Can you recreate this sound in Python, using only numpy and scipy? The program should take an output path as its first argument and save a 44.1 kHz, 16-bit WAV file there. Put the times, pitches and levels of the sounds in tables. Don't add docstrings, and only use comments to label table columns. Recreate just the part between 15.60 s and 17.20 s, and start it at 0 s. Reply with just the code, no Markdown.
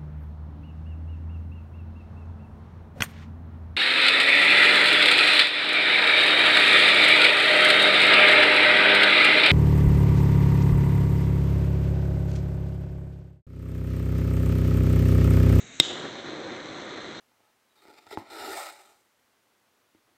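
import sys
import numpy as np
from scipy import signal
from scipy.fft import rfft, irfft
from scipy.io import wavfile
from scipy.ndimage import uniform_filter1d

SR = 44100
rng = np.random.default_rng(int(sys.argv[2]) if len(sys.argv) > 2 else 0)


def convert_level_to_amplitude(level_db):
    exponent = np.asarray(level_db, float) / 20
    return 10 ** exponent


def to_wav(sig):
    pcm = np.clip(np.atleast_2d(sig), -1, 1) * 32767
    pcm = np.round(pcm).astype(np.int16)
    wavfile.write(sys.argv[1], SR, pcm.T)


N = 70560

# f/Hz, level/dB, t60/s
CASE_MODES = [(150, -24, 0.038), (295, -16.5, 0.024), (600, -25, 0.007), (2076, -13.5, .016),
              (2804, -17, 0.021), (2360, -20, 0.011), (3280, -8.5, 0.018), (3720, 1, 0.015),
              (3850, -12.5, .014), (4920, -15.5, 0.014), (5250, -12.5, 0.011), (5810, -25, 0.0072),
              (7030, -10, 0.006), (7800, -14.5, 0.014)]
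# t/s after the strike, level/dB
HAMMER_REBOUNDS = [
    (.0048, -13),
    (.0070, -21.5),
]
# t/s, roar level/dB
BURN_STRENGTH = [(.215, -47), (.25, -40), (.29, -40), (.315, -35), (.345, -40), (.39, -38.5), (.43, -39.5),
                 (.455, -33), (.48, -40.5), (.57, -43), (.635, -44.5), (.67, -39.5), (.78, -39), (.84, -41),
                 (.87, -38), (1.05, -43.5), (1.17, -40), (1.6, -42)]
# f/Hz, level/dB per Hz
ROAR_COLOUR = [(40, -35.5), (100, -13.5), (340, -0.5), (563, -6), (876, -12), (1300, -10.5), (2100, -12),
               (2650, -22.5)]
# f/Hz, level/dB per Hz
HISS_COLOUR = [(2650, -13.5), (3500, -2), (4150, -2), (4550, -18), (5300, -20), (6250, -12.5), (7000, -22),
               (7500, -20.5)]
# f/Hz, level/dB per Hz
ECHO_COLOUR = [(800, -35.5), (2300, -20), (3100, -6), (3750, -2), (4410, -20), (6160, -20), (7130, -15),
               (8000, -23.5)]
# f/Hz, level/dB per Hz
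GAS_COLOUR = [(1000, -13), (2050, -2.5), (3350, -12), (3800, 0.5), (4300, -15), (5000, -23), (6500, -4.5),
              (8000, -12.5)]
# f/Hz, level/dB per Hz
ROOM_COLOUR = [(20, -34.5), (60, -3.5), (87, -20.5), (118, -0.5), (150, -4), (240, -3.5), (500, -9),
               (1000, -15)]

STRIKE_S, STRIKE_DB = 0.19995, 1
REBOUND_DULL_DB_PER_KHZ = -2
CRACK_DB, CRACK_T60_S, CRACK_FLOOR_HZ = -5, 0.006, 1780

LIGHT_S = 0.01
EDDIES_PER_S, EDDY_SHARE = 1500, 0.26
ROAR_LIFT_DB, RUMBLE_TOP_HZ = 1.33, 800
HISS_DB = -45.5
UPPER_FOLLOWS, HISS_FOLLOWS = 0.5, 0.2
WALL_LAG_S, WALL_DB, WALL_TOP_HZ = 0.004563, -15, 2520

ECHO_DB, ECHO_T60_S = -28.5, 0.8
GAS_DB, GAS_SWELL_DB_PER_S, GAS_FADE_S = -46.5, 8, 0.05
ROOM_DB = -54
DUCK_DB, RECOVER_S, SETTLED_DB = -14.5, 0.017, -6

HALF_RATE_HZ, NOTCH_HZ, CUTOFF_HZ = 8000, 70, 16050
INPUT_TOP, CLIP_TOP, CLIP_KNEE = 0.87, 0.82, 16
IMAGE_DB, IMAGE_DB_PER_KHZ3, SLOPE_FROM_HZ = -1.5, -11, 7435

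DRIFT_STEP = 40


def striker():
    out = np.zeros(N)
    span = slice(0, N // 4)
    t = since_strike()[span]
    blows = [(0, 0)] + HAMMER_REBOUNDS
    signs = rng.choice([-1, 1], (len(blows), len(CASE_MODES)))
    for (lag, blow_db), row in zip(blows, signs):
        late = np.maximum(t - lag, 0)
        for (hz, mode_db, t60), sign in zip(CASE_MODES, row):
            dull_db = (lag > 0) * REBOUND_DULL_DB_PER_KHZ * max(hz / 1000 - 4, 0)
            decay = convert_level_to_amplitude(blow_db + dull_db + mode_db - 60 * late / t60)
            out[span] += sign * decay * np.sin(2 * np.pi * hz * late)
    crack_level = (t > 0) * convert_level_to_amplitude(CRACK_DB - 60 * abs(t) / CRACK_T60_S)
    crack = crack_level * rng.standard_normal(len(t))
    out[span] += crack - low_part(crack, CRACK_FLOOR_HZ)
    return convert_level_to_amplitude(STRIKE_DB) * out


def burning_gas():
    burst_size = convert_level_to_amplitude(4.6 * np.minimum(rng.exponential(1, N), 4))
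    eddies = (rng.random(N) < EDDIES_PER_S / SR) * burst_size * rng.choice([-1, 1], N)
    bed = rng.standard_normal(N)
    return np.sqrt(EDDY_SHARE) * rms_one(eddies) + np.sqrt(1 - EDDY_SHARE) * bed


def near_wall(x):
    return x - convert_level_to_amplitude(WALL_DB) * np.roll(low_part(x, WALL_TOP_HZ), int(WALL_LAG_S * SR))


def flame():
    s, db = np.transpose(BURN_STRENGTH)
    usual_db = np.median(db)
    surge_db = np.interp(np.arange(N) / SR, s, db) - usual_db
    source = burning_gas()

    roar = turbulence(ROAR_COLOUR, patchy_db=0.7, source=source, stops_above=True)
    roar = near_wall(convert_level_to_amplitude(usual_db + ROAR_LIFT_DB) * roar)
    rumble = low_part(roar, RUMBLE_TOP_HZ)
    upper = roar - rumble
    roar = convert_level_to_amplitude(surge_db) * rumble + convert_level_to_amplitude(UPPER_FOLLOWS * surge_db) * upper

    hiss_db = HISS_DB + HISS_FOLLOWS * uniform_filter1d(surge_db, size=2000)
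    hiss = convert_level_to_amplitude(hiss_db) * turbulence(HISS_COLOUR, patchy_db=0.85, source=source)
    lit = np.clip(since_strike() / LIGHT_S, 0, 1)
    return lit * (roar + hiss)


def echo():
    t = since_strike()
    level = (t > 0) * convert_level_to_amplitude(ECHO_DB - 60 * abs(t) / ECHO_T60_S)
    return level * turbulence(ECHO_COLOUR, patchy_db=1.0)


def gas():
    t = since_strike()
    swell_db = GAS_SWELL_DB_PER_S * (np.minimum(t, 0) + 0.13)
    fade_db = -20 * np.maximum(t, 0) / GAS_FADE_S
    return convert_level_to_amplitude(GAS_DB + swell_db + fade_db) * turbulence(GAS_COLOUR, patchy_db=0.9)


def room_tone():
    level_db = ROOM_DB + (since_strike() > 0) * SETTLED_DB
    return convert_level_to_amplitude(level_db) * turbulence(ROOM_COLOUR, patchy_db=2.9, stops_above=True)


def turbulence(colour, patchy_db, source=None, stops_above=False):
    hz = np.maximum(np.arange(N // 2 + 1) * SR / N, 1)
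    f, level_db = np.transpose(colour)
    white = rng.standard_normal(N) if source is None else source
    above_db = -120 if stops_above else None
    colour_db = np.interp(np.log(hz), np.log(f), level_db, -120, above_db)
    coloured = rfft(white) * convert_level_to_amplitude(colour_db)
    coloured = coloured / np.sqrt(np.mean(irfft(coloured, N) ** 2))

    place = 2 * np.log2(np.clip(hz, 44, 8000) / 44)
    gains = convert_level_to_amplitude(patchy_db * (0.73 * drift(10.7, count=1) + drift(17, count=16)))
    out = 0
    for k, gain in enumerate(gains):
        band = coloured * np.clip(1 - abs(place - k), 0, 1)
        if abs(band).max() > 1e-3 * abs(coloured).max():
            flicker = np.interp(np.arange(N) / DRIFT_STEP, np.arange(len(gain)), gain)
            out = out + flicker * irfft(band, N)
    return out


def drift(rate_hz, count):
    r = np.exp(-2 * np.pi * rate_hz * DRIFT_STEP / SR)
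    white = rng.standard_normal((count, N // DRIFT_STEP + 1000))
    slow = signal.lfilter([1], [1, -2 * r, r * r], white)[:, 1000:]
    return slow / slow.std(axis=1, keepdims=True)


def since_strike():
    return np.arange(N) / SR - STRIKE_S


def rms_one(x):
    return x / np.sqrt(np.mean(x ** 2) + 1e-20)


def low_part(x, top_hz):
    r = np.exp(-2 * np.pi * top_hz / SR)
    return signal.lfilter([1 - r], [1, -r], x)


def overload(x, top):
    return x / (1 + abs(x / top) ** CLIP_KNEE) ** (1 / CLIP_KNEE)


def scene():
    t = since_strike()
    duck = convert_level_to_amplitude((t > 0) * DUCK_DB * np.exp(-abs(t) / RECOVER_S))
    background = echo() + room_tone() + gas()
    mix = striker() + flame() + duck * background
    return mix[None]


def top_cut(x):
    return signal.sosfilt(signal.butter(12, 16070, fs=SR, output="sos"), x)


def record(dry):
    size = 2 * N
    hz = np.arange(N + 1) * SR / size
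    half = int(round(HALF_RATE_HZ * size / SR))
    low_rate = irfft(rfft(dry, size)[:, :half + 1], 2 * half) * half / N
    spectrum = rfft(overload(low_rate, INPUT_TOP)) * N / half

    raised = np.zeros((1, N + 1), complex)
    raised[:, :half + 1] = spectrum
    raised[:, half:2 * half + 1] = np.conj(spectrum[:, ::-1]) * convert_level_to_amplitude(IMAGE_DB)
    khz_above = np.maximum(hz - SLOPE_FROM_HZ, 0) / 1000
    raised = raised * convert_level_to_amplitude(IMAGE_DB_PER_KHZ3 * khz_above ** 3)
    notch = np.tanh(abs(hz - HALF_RATE_HZ) / NOTCH_HZ) ** 2
    x = np.clip(irfft(raised * notch, size), -CLIP_TOP, CLIP_TOP)

    low_pass = signal.cheby2(10, 30, CUTOFF_HZ, fs=SR, output="sos")
    mix = signal.sosfiltfilt(low_pass, x)[:, :N]
    return top_cut(mix)


dry = scene()
out = record(dry)
to_wav(out)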